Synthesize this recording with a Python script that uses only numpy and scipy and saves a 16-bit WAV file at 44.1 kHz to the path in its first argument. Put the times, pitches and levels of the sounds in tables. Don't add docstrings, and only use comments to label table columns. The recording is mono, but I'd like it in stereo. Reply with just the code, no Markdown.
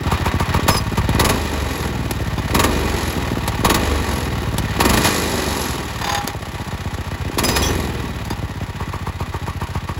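import sys
import numpy as np
from scipy import signal
from scipy.fft import rfft, irfft, next_fast_len
from scipy.io import wavfile
from scipy.ndimage import uniform_filter1d

SR = 44100
rng = np.random.default_rng(int(sys.argv[2]) if len(sys.argv) > 2 else 0)


def transcribe(u):
    v = np.clip(np.atleast_2d(u).T, -1, 1)
    q = np.round(v * 32767).astype(np.int16)
    wavfile.write(sys.argv[1], SR, q)


N = 440559
T = np.arange(N) / SR


# start t/s, run-up/s, top speed f/Hz
SURGES = [(.66, .07, 18.33), (1.02, .09, 18.39), (1.19, .14, 26.95), (2.46, .24, 25.67), (3.63, .16, 25.86),
          (4.74, .27, 29.78), (7.29, .22, 24.31)]
COLD_IDLE_HZ, IDLE_HZ, FIRST_CYCLE_S = 14.218, 14.565, .063
COAST_S, COAST_POWER = 1.192, 3.2
RELEASE_HZ, RELEASE_WIDTH_HZ, DRAG_DB = 20.3, 0.14, [1.5, -0.5, 1.5, 4]
SHUDDER_HZ, SHUDDER_WIDTH_HZ, SHUDDER_DB = 21.23, 1, 3

# t/s, thump level/dB, gas level/dB, clatter level/dB, rattle level/dB
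LAYER_DRIFT = [(0, -24, -25.5, -29.5, -49), (.6, -24, -28.5, -29, -46), (.88, -25.5, -30, -34.5, -51.5),
               (1.15, -20.5, -27, -29.5, -50), (1.45, -29.5, -32, -34, -51.5), (2.1, -25.5, -29, -34, -52),
               (2.9, -26, -28, -31.5, -48.5), (4.5, -25, -29.5, -33, -51.5), (4.98, -23.5, -29, -28.5, -45),
               (5.148, -33.5, -28.5, -30, -42), (5.75, -29, -30.5, -32, -46), (6.4, -33, -33, -36.5, -52),
               (7.099, -29.5, -32.5, -35.5, -50.5), (7.7, -26, -27.5, -33, -51),
               (8.2, -28.5, -31, -36.5, -55.5), (8.648, -30, -34, -38, -54.5),
               (9.99, -29.5, -36, -37.5, -52.5)]
SPEED_SLOPE_DB_PER_HZ = [-0.093, 0.17, -0.2, 0.14]
THUMP, GAS, CLATTER, RATTLE = range(4)

# first t/s, last t/s, spacing/cycles, exhaust bark level/dB, clutch clash level/dB
FIRINGS_AND_CRASHES = [(.113, .538, 2, -12, -29), (0.68, .68, 1, -7, -16), (.742, .742, 1, -14.5, -28),
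                       (0.971, .972, 1, -14, -30), (1.194, 1.29, 1, -8.5, -17.5),
                       (2.544, 2.636, 1, -9.5, -18.5), (3.645, 3.742, 1, -8, -18),
                       (4.801, 4.97, 1, -10, -18.5), (5.042, 5.044, 1, -30, -19),
                       (7.382, 7.482, 1, -15.5, -20), (7.56, 7.559, 1, -15.5, -20),
                       (8.8, 9.884, 2, -21, -41)]
BARK_SAG_DB_PER_HZ, CLASH_SAG_DB_PER_HZ = 1.2, 0.25
CHUFFS_S = [2.201, 2.375, 2.495, 6.346, 6.467, 6.594, 6.722, 6.852, 6.981, 7.114, 7.249, 8.307, 8.424, 8.61]
# t/s, level/dB
POPS = [(0.339, -13), (0.591, -8), (7.296, -14), (0.662, -10), (0.921, -13), (1.087, -8), (1.147, -12),
        (3.37, -11.5), (8.307, -13.5)]
POP_LEAD_S, POP_DB = 0.01, -8
DROPOUTS_S = [1.765, 2.995, 3.135, 4.055, 4.19, 5.31, 5.435, 5.57, 5.66, 5.76]
# level/dB, rise/s, length/s
BLOW, SUCK, GULP = (0, 0.0025, 0.036), (-0.15, 0.0046, 0.033), (-3.5, 0.0044, 0.021)
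SWEEP_HZ, SWEEP_END_HZ, SWEEP_S = 800, 33, .00103
# multiple of the cycle rate/1, level/dB
DRONE = [(2, 1), (3, 3.5), (4, 3), (5, -11)]

# t/s, steel crack level/dB, hollow drum level/dB
KNOCKS = [(0.765, -15, -26), (1.091, -19.5, -22), (1.1483, -23, -21), (2.109, -11.5, -29),
          (2.378, -38, -10), (3.477, -9.5, -13), (4.581, -8, -27), (5.028, -46, -49.5), (6.015, -24, -10),
          (6.041, -27, -5), (6.071, -32, -6.5), (6.092, -21, -3), (6.119, -26, -6), (6.146, -16.5, -6),
          (6.173, -41, -9), (6.275, -13, -15), (7.621, -14, -27), (8.2503, -24.5, -25), (8.303, -19, -11.5)]
# t/s, leading pitch f/Hz, length/s, level/dB
SQUEALS = [(0.703, 5200, 0.05, -21.5), (0.767, 4980, 0.02, -17), (7.445, 5020, 0.02, -13.5),
           (7.471, 4900, 0.034, -27), (7.5, 4960, 0.046, -23.5), (7.547, 5100, 0.047, -26),
           (7.584, 5010, 0.026, -26), (7.623, 3340, 0.052, -23), (7.618, 6040, .06, -30.5),
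           (7.625, 5550, 0.051, -25), (7.663, 5950, 0.054, -27)]
# f/Hz, level/dB
SQUEAL_MODES = [(4950, -13), (6065, -9), (7540, -11.5), (10560, -10), (14640, -11)]
# middle t/s, half length/s, extra level/dB
SCRAPES = [(5.07, 0.028, 6), (6.148, 0.15, 4.5), (7.647, 0.11, 2)]
# share of the cycle/1, level/dB
CONTACTS = [(.05, -1), (0.189, -16.5), (0.558, -3.5), (0.689, -8), (.9, -14)]
# t/s, share of the cycle/1
STRIKE_ANGLE = [(0, 0.11), (4.95, 0.23), (5.05, 0.39), (5.5, 0.45), (5.8, 0.23), (6.1, 0.2)]
# t/s, lag f/Hz (cycles per second)
CLUTCH_LAG = [(4.8, 0), (5.05, 9), (5.33, 0.47), (5.7, 0.8), (6, 1.5)]

# f/Hz, width/Hz, lift level/dB
CASE = [(827, 112, 8.5), (944, 80, 9), (1134, 105, 9), (1360, 8.8, 7.5), (1840, 105, 7), (1991, 45, 7.5),
        (2457, 36, 8), (2970, 100, 2.5), (3335, 13, 2), (3800, 54, 8), (4380, 81, 5.5), (4760, 53, 5),
        (5260, 18, 6.5), (7130, 61, 5)]
# f/Hz, width/Hz, lift level/dB
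DRUM = [(675, 35, 12.5), (816, 8.1, 22.5), (1015, 70, 6.3), (1780, 80, 9.1), (3635, 140, 15),
        (4820, 92, 18), (6550, 140, 20)]
# f/Hz, width/Hz, lift or cut/dB
THIN_STEEL = [(5700, 71, -13), (6150, 49, 1.5), (6780, 60, 8.5), (7630, 90, 2), (9900, 61, 12),
              (10600, 60, 7)]
# f/Hz, width/Hz, lift or cut/dB
PIPES = [(232, 90, 5.5), (371, 31, 1), (440, 30, -2.5), (643, 41, 6.5)]
# f/Hz, level/dB, t60/s
SHELL_MODES = [(384, -15.5, 0.15), (943, 0, .08), (1104, 0.5, 0.18), (1174, 1, 0.14)]
# f/Hz, level/dB, t60/s
CRANKCASE_MODES = [(375, 0.5, 0.055), (1846, -7, .06), (1970, -2, .08), (2450, 7, 0.044), (2760, -4, 0.055),
                   (3870, 5, 0.037), (4250, -4, 0.037)]

# f/Hz, level/dB
RUSH_SPECTRUM = [(40, -18.5), (110, 5.5), (230, -1), (390, 0), (560, -9), (850, -11.5), (1300, -21.5),
                 (3000, -29)]
# f/Hz, level/dB
CLATTER_SPECTRUM = [(150, -6.5), (500, 4), (900, 1.5), (1500, 3.5), (2300, 1), (3500, -2), (5500, -13),
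                    (8000, -22), (11000, -41), (16000, -17)]
# f/Hz, level/dB
RATTLE_SPECTRUM = [(1500, -15), (4000, 12), (7500, 8.5), (11000, 8.5), (13000, 7), (16000, -11)]
# f/Hz, level/dB
BARK_SPECTRUM = [(90, 7.5), (280, -4), (550, -13.5), (1000, 8.5), (1400, -2.5), (2500, -4), (6000, -37)]
# f/Hz, level/dB
CLASH_SPECTRUM = [(400, -25), (1500, 7.5), (3500, 7.5), (5800, 3.5), (8000, 3), (11000, 5), (16000, -0.5)]
# f/Hz, level/dB
CRACK_SPECTRUM = [(100, -9), (450, 8.5), (1500, -4.5), (3500, 0.5), (6500, -4.5), (9000, 1), (12000, -2),
                  (16000, -12)]
# f/Hz, level/dB
HOLLOW_SPECTRUM = [(150, -8), (500, -17), (850, 3.5), (1400, -5), (3000, -9), (8000, -21.5)]
# f/Hz, level/dB
SIZZLE_SPECTRUM = [(6000, -30), (9500, -10), (11300, 19), (13000, -7), (15000, -12), (16000, -18)]
# f/Hz, level/dB
ROAR_SPECTRUM = [(100, -23.5), (250, 2), (400, 2), (700, -3.5), (1100, -8), (2500, -36.5)]
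# f/Hz, level/dB
GROWL_SPECTRUM = [(140, -7.5), (225, 2.5), (290, 0), (365, 0.5), (450, 1.5), (560, -4.5), (800, -6)]

# f/Hz, level/dB
BALANCE = [(60, .7), (150, 1.5), (500, 1.9), (1000, 2.2), (1800, 3.6), (3300, 3), (5000, 4.2), (6000, 3.8),
           (6600, .3), (16000, 0)]
# f/Hz, phase/rad
LEFT_LEAD = [(0, -.15), (700, -.12), (2000, .35), (2700, .25), (3100, .65), (3550, .05), (7500, 0),
             (8400, -2.8), (9600, -3.4), (10400, -5.8), (11600, -6.5), (12600, -9.1), (13800, -9.6),
             (14600, -12.3), (16500, -12.7)]
EDGE_HZ = 15850


def amp(db):
    return 10 ** (np.asarray(db) / 20)


def unit(x):
    return x / np.sqrt(np.mean(x ** 2) + 1e-20)


def read(points, hz):
    f, value = np.transpose(points)
    return np.interp(np.log(hz + 1), np.log(f + 1), value)


def clicks(times_s, sizes):
    out = np.zeros(N)
    inside = (times_s >= 0) & (times_s < T[-1])
    np.add.at(out, (times_s[inside] * SR).astype(int), sizes[inside])
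    return out


def convolve(x, response):
    return signal.oaconvolve(np.atleast_2d(x), response[None], axes=1)[:, :N]


def bursts(times_s, sizes, rise_s, decay_s):
    t = T[:SR // 5]
    shape = (1 - np.exp(-(t / rise_s) ** 2)) * np.exp(-t / decay_s)
    return convolve(clicks(times_s, sizes), shape / shape.max())


def ring(modes):
    t = T[:SR // 3]
    return sum(amp(db - 60 * t / t60_s) * np.sin(2 * np.pi * hz * t) for hz, db, t60_s in modes)


def colour(x, spectrum, peaks=(), size=8192):
    hz = abs(np.fft.fftfreq(size, 1 / SR))
    lifts_db = sum(lift / (1 + (2 * (hz - f) / width) ** 2) for f, width, lift in peaks)
    log_gain = np.log(amp(read(spectrum, hz) + lifts_db))
    response = np.fft.ifft(np.exp(np.conj(signal.hilbert(log_gain)))).real[:size // 2]
    return convolve(x, response / np.linalg.norm(response))


def grit(spread_db, apart):
    common, left, right = rng.standard_normal((3, N))
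    uneven = np.clip(rng.standard_normal(N // 16 + 1), -2.5, 2.5)
    sizes = amp(spread_db * uneven).repeat(16)[:N]
    return unit((common + apart * np.array([left, right])) * sizes)


def waver(count=100):
    return np.interp(T, np.linspace(0, T[-1], count), rng.standard_normal(count))


def chirp(start_hz, end_hz, fall_s, peak_s, order=2):
    t = T[:SR // 20]
    hz = end_hz + (start_hz - end_hz) * np.exp(-(t / fall_s) ** order)
    swell = (t / peak_s) ** 2 * np.exp(1 - (t / peak_s) ** 2)
    return swell * np.sin(2 * np.pi * np.cumsum(hz) / SR)


def stroke(db, rise_s, length_s):
    t = T[:SR // 12]
    turns = SWEEP_END_HZ * t + SWEEP_HZ * SWEEP_S * np.log(1 + t / SWEEP_S)
    envelope = (1 - np.exp(-t / rise_s)) * np.exp(-(t / length_s) ** 4)
    return -amp(db) * envelope * np.cos(2 * np.pi * turns)


def crank():
    t = np.arange(-300, 10300) / 1000
    hz = np.full(len(t), COLD_IDLE_HZ)
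    for start_s, run_up_s, top_hz in SURGES:
        excess_hz = top_hz - IDLE_HZ
        to_idle_s = COAST_S * excess_hz ** (1 / COAST_POWER)
        left = np.clip(1 - (t - start_s - run_up_s) / to_idle_s, 0, 1)
        coast_hz = IDLE_HZ + excess_hz * left ** COAST_POWER
        hz = hz + (coast_hz - hz) * np.clip((t - start_s) / run_up_s, 0, 1)
    cycles = np.cumsum(hz) * (t[1] - t[0])
    return t, hz, cycles - np.interp(FIRST_CYCLE_S, t, cycles)


def speed(times_s):
    t, hz, cycles = crank()
    return np.interp(times_s, t, hz)


def crank_cycles():
    t, hz, cycles = crank()
    return np.interp(T, t, cycles)


def cycle_times(share):
    t, hz, cycles = crank()
    return np.interp(np.arange(-2, int(cycles[-1]) - 1) + share, cycles, t)


def firing_runs():
    t, hz, cycles = crank()
    runs = []
    for first_s, last_s, step, bark_db, clash_db in FIRINGS_AND_CRASHES:
        a, b = np.interp([first_s, last_s], t, cycles)
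        count = round((b - a) / round(step)) + 1
        s = np.interp(np.linspace(a, b, count), cycles, t)
        gained_hz = speed(s) - speed(first_s)
        runs.append(np.column_stack([s, bark_db - BARK_SAG_DB_PER_HZ * gained_hz,
                                     clash_db - CLASH_SAG_DB_PER_HZ * gained_hz]))
    return runs


def racing(idle_hz=17, racing_hz=24):
    return np.clip((speed(T) - idle_hz) / (racing_hz - idle_hz), 0, 1)


def merged(apart_hz=20, merged_hz=22.7):
    return np.clip((speed(T) - apart_hz) / (merged_hz - apart_hz), 0, 1)


def dragging():
    hz = speed(T)
    coasting = uniform_filter1d((np.gradient(hz) < 0) * 1., size=882)
    return coasting * (1 + np.tanh((hz - RELEASE_HZ) / RELEASE_WIDTH_HZ)) / 2


def shudder():
    near = np.exp(-((speed(T) - SHUDDER_HZ) / SHUDDER_WIDTH_HZ) ** 2)
    return amp(SHUDDER_DB * dragging() * near)


def scraping():
    return amp(sum(db * np.exp(-((T - s) / half_s) ** 2) for s, half_s, db in SCRAPES))


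def dropouts(dip_db=-9, half_s=0.018):
    return amp(dip_db * sum(np.exp(-((T - s) / half_s) ** 4) for s in DROPOUTS_S))


def level(layer):
    rows = np.array(LAYER_DRIFT)
    drift_db = np.interp(T, rows[:, 0], rows[:, layer + 1])
    by_speed_db = SPEED_SLOPE_DB_PER_HZ[layer] * (speed(T) - IDLE_HZ)
    return amp(drift_db + by_speed_db + DRAG_DB[layer] * dragging())


def drum_song(drum_db=-40):
    contact = grit(spread_db=3, apart=.3)
    return amp(drum_db) * colour((scraping() - 1) * contact, HOLLOW_SPECTRUM, DRUM, size=4096)


def crankcase(case_db=-39, slip_db=4):
    slipping = np.clip(np.interp(T, *np.transpose(CLUTCH_LAG)), 0, 1)
    ringing = unit(convolve(grit(spread_db=8.5, apart=0.21), ring(CRANKCASE_MODES)))
    return amp(case_db + slip_db * slipping) * racing() * ringing


def sizzle(sizzle_db=-33):
    times = np.concatenate([cycle_times(0.11), cycle_times(0.51)])
    sizes = amp(4.3 * rng.standard_normal(len(times)))
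    grazes = unit(bursts(times, sizes, rise_s=.0015, decay_s=0.0028))
    contact = grit(spread_db=2, apart=.5)
    return amp(sizzle_db) * (shudder() - 1) * colour(grazes * contact, SIZZLE_SPECTRUM)


def squeals(rise_s=0.0031, rough_rad=0.7, chatter_db=3):
    t, out = T[:SR // 5], np.zeros(N)
    for s, lead_hz, length_s, db in SQUEALS:
        swell = (1 - np.exp(-(t / rise_s) ** 2)) * np.exp(-(t / length_s) ** 2)
        for hz, mode_db in [(lead_hz, 0)] + SQUEAL_MODES:
            slip, grip = unit(uniform_filter1d(rng.standard_normal((2, len(t))), size=260))
            gain = amp(db + mode_db + chatter_db * grip)
            tone = gain * np.sin(2 * np.pi * hz * t + rough_rad * slip)
            out[round(s * SR):][:len(t)] += swell * tone
    return out


def knocks():
    s, crack_db, drum_db = np.transpose(KNOCKS)
    crack = bursts(s, amp(crack_db - 1.5), rise_s=0.00034, decay_s=0.0052) * grit(spread_db=-5.5, apart=0.28)
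    drum = bursts(s, amp(drum_db - 11.5), rise_s=0.0022, decay_s=0.01) * grit(spread_db=1, apart=0.11)
    return colour(crack, CRACK_SPECTRUM, CASE) + colour(drum, HOLLOW_SPECTRUM, DRUM)


def clatter():
    times = np.concatenate([cycle_times(share) for share, db in CONTACTS])
    contact_db = np.repeat([db for share, db in CONTACTS], len(times) // len(CONTACTS))
    late, strength = rng.standard_normal((len(times), 2)).T
    valve_sizes = amp(contact_db + 2.95 * strength)
    valves = unit(bursts(times + 0.0017 * late, valve_sizes, rise_s=0.0023, decay_s=0.023))

    turn = np.sort(np.concatenate([cycle_times(0), cycle_times(0.516)]))
    cycle_s = 2 * np.gradient(turn)
    turn = turn + cycle_s * np.interp(turn, *np.transpose(STRIKE_ANGLE))
    wobble_sizes = amp(1.84 * rng.standard_normal(len(turn)))
    wobble = unit(bursts(turn - .004, wobble_sizes, rise_s=0.001, decay_s=0.0072))

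    dull_envelope = unit(0.59 + 0.38 * racing() + valves + 0.36 * wobble)
    dull = dull_envelope * grit(spread_db=1.5, apart=0.49)
    bright = unit(.15 + 0.78 * valves + wobble) * grit(spread_db=1, apart=0.1)
    rattle = amp(9.0) * level(RATTLE) * shudder() * colour(bright, RATTLE_SPECTRUM, THIN_STEEL)
    body = amp(4.5) * level(CLATTER) * colour(dull, CLATTER_SPECTRUM, CASE)
    return scraping() * body + scraping() ** .75 * rattle


def growl(count=11, waver_db=3.0, growl_db=-6.5, rough_rad=1.0, slip_db_per_hz=0.06):
    lag_hz = np.interp(T, *np.transpose(CLUTCH_LAG))
    turn_hz = 2 * (speed(T) - lag_hz)
    turns = np.cumsum(turn_hz) / SR
    orders = 0
    for k in 3 + np.arange(count):
        gain = amp(read(GROWL_SPECTRUM, k * turn_hz) + waver_db * waver(count=70))
        phase = 2 * np.pi * (k * turns + rng.random()) + rough_rad * waver(count=250)
        orders = orders + gain * np.cos(phase)
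    return amp(growl_db + slip_db_per_hz * lag_hz) * racing() * level(GAS) * orders


def drone(drone_db=-2, waver_db=3.8, lean_rad=0.75):
    turns = crank_cycles()
    orders = 0
    for k, db in DRONE:
        phase = 2 * np.pi * round(k) * (turns - .31) + lean_rad * (round(k) - 3) ** 2
        orders = orders - amp(db + waver_db * waver()) * np.cos(phase)
    return amp(drone_db) * merged() * dropouts() * level(THUMP) * orders


def gas_rush(turbulence_db=0.0, pulse_db=-11):
    times = np.concatenate([cycle_times(.92), cycle_times(0.2183)])
    puff_sizes = amp(2.8 * rng.standard_normal(len(times)))
    puffs = unit(0.27 + 0.2 * racing() + bursts(times, puff_sizes, rise_s=0.0013, decay_s=0.0034))
    steps = unit(clicks(times, amp(rng.standard_normal(len(times)))))
    eddies = grit(spread_db=3, apart=.3)
    flow = amp(turbulence_db) * eddies * puffs + amp(pulse_db) * steps
    return level(GAS) * colour(flow, RUSH_SPECTRUM, PIPES)


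def roar(roar_db=-1, rise_s=0.0024, decay_s=0.029):
    s, bark_db, clash_db = np.vstack(firing_runs()).T
    eddies = grit(spread_db=3, apart=.3)
    return colour(bursts(s, amp(clash_db + roar_db), rise_s, decay_s) * eddies, ROAR_SPECTRUM, PIPES)


def chuffs(chuff_db=-25):
    s = np.array(CHUFFS_S)
    sweep = chirp(start_hz=910, end_hz=220, fall_s=0.0048, peak_s=0.0036)
    return convolve(clicks(s, np.full(len(s), amp(chuff_db))), sweep)


def pops():
    leading = [(s - POP_LEAD_S, POP_DB) for run, row in zip(firing_runs(), FIRINGS_AND_CRASHES)
               if round(row[2]) == 1 and len(run) > 2 for s in run[:2, 0]]
    s, db = np.transpose(POPS + leading)
    sweep = chirp(start_hz=854, end_hz=250, fall_s=0.00253, peak_s=0.0039)
    return convolve(clicks(s, amp(db - 2.5)), sweep)


def pumping(exhaust_share=.93, intake_lag=0.3263, uneven_db=1.3, merged_db=-8, fade=1.1, pump_db=3.5):
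    exhaust = cycle_times(exhaust_share)
    period_s = np.gradient(exhaust)
    lit = np.concatenate([np.vstack(firing_runs())[:, 0] + 0.00373, CHUFFS_S]) + 0.003
    nearest = lit[abs(exhaust[:, None] - lit).argmin(1)]
    fired = abs(nearest - exhaust) < period_s / 2
    exhaust = np.where(fired, nearest, exhaust)
    sizes = amp(uneven_db * rng.standard_normal((len(exhaust), 2)))
    back_flow = ~fired * (period_s * IDLE_HZ) ** fade
    blown = convolve(clicks(exhaust, fired * sizes[:, 0]), stroke(*BLOW))
    sucked = convolve(clicks(exhaust, back_flow * sizes[:, 0]), stroke(*SUCK))
    gulped = convolve(clicks(exhaust + intake_lag * period_s, sizes[:, 1]), stroke(*GULP))
    highpass = signal.butter(3, 40, "highpass", fs=SR, output="sos")
    air = signal.sosfilt(highpass, blown + sucked + gulped)
    return amp(pump_db + merged_db * merged()) * dropouts() * level(THUMP) * unit(air)


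def firings():
    s, bark_db, clash_db = np.vstack(firing_runs()).T
    pipe = chirp(start_hz=1100, end_hz=170, fall_s=.0112, peak_s=.0098, order=4)
    sweep = convolve(clicks(s, amp(bark_db - 2)), pipe)
    shell = convolve(clicks(s + 0.0099, amp(bark_db - 10)), ring(SHELL_MODES))
    bark = bursts(s, amp(bark_db - 10.0), rise_s=0.00097, decay_s=0.04) * grit(spread_db=4.0, apart=0.19)
    impacts = grit(spread_db=3, apart=.4)
    clash = bursts(s - .002, amp(clash_db + 5.0), rise_s=0.0055, decay_s=0.012) * impacts
    return sweep + shell + colour(bark, BARK_SPECTRUM) + colour(clash, CLASH_SPECTRUM, CASE + THIN_STEEL)


def scene():
    clutch = drum_song() + crankcase() + sizzle() + squeals() + knocks() + growl()
    engine = clatter() + drone() + gas_rush() + roar() + chuffs() + pops() + pumping() + firings()
    return clutch + engine


def record(dry):
    size = next_fast_len(N + 4096)
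    hz = np.fft.rfftfreq(size, 1 / SR)
    tilt = amp(read(BALANCE, hz) / 2)
    lead_rad = np.interp(hz, *np.transpose(LEFT_LEAD))
    ports = np.array([tilt * np.exp(1j * lead_rad), 1 / tilt])
    heard = np.clip(irfft(rfft(dry, size) * ports, size)[:, :N], -1, 1)
    lowpass = signal.firwin(511, EDGE_HZ, window=("kaiser", 9), fs=SR)
    return signal.oaconvolve(heard, lowpass[None], "same", axes=1)


dry = scene()
out = record(dry)
transcribe(out)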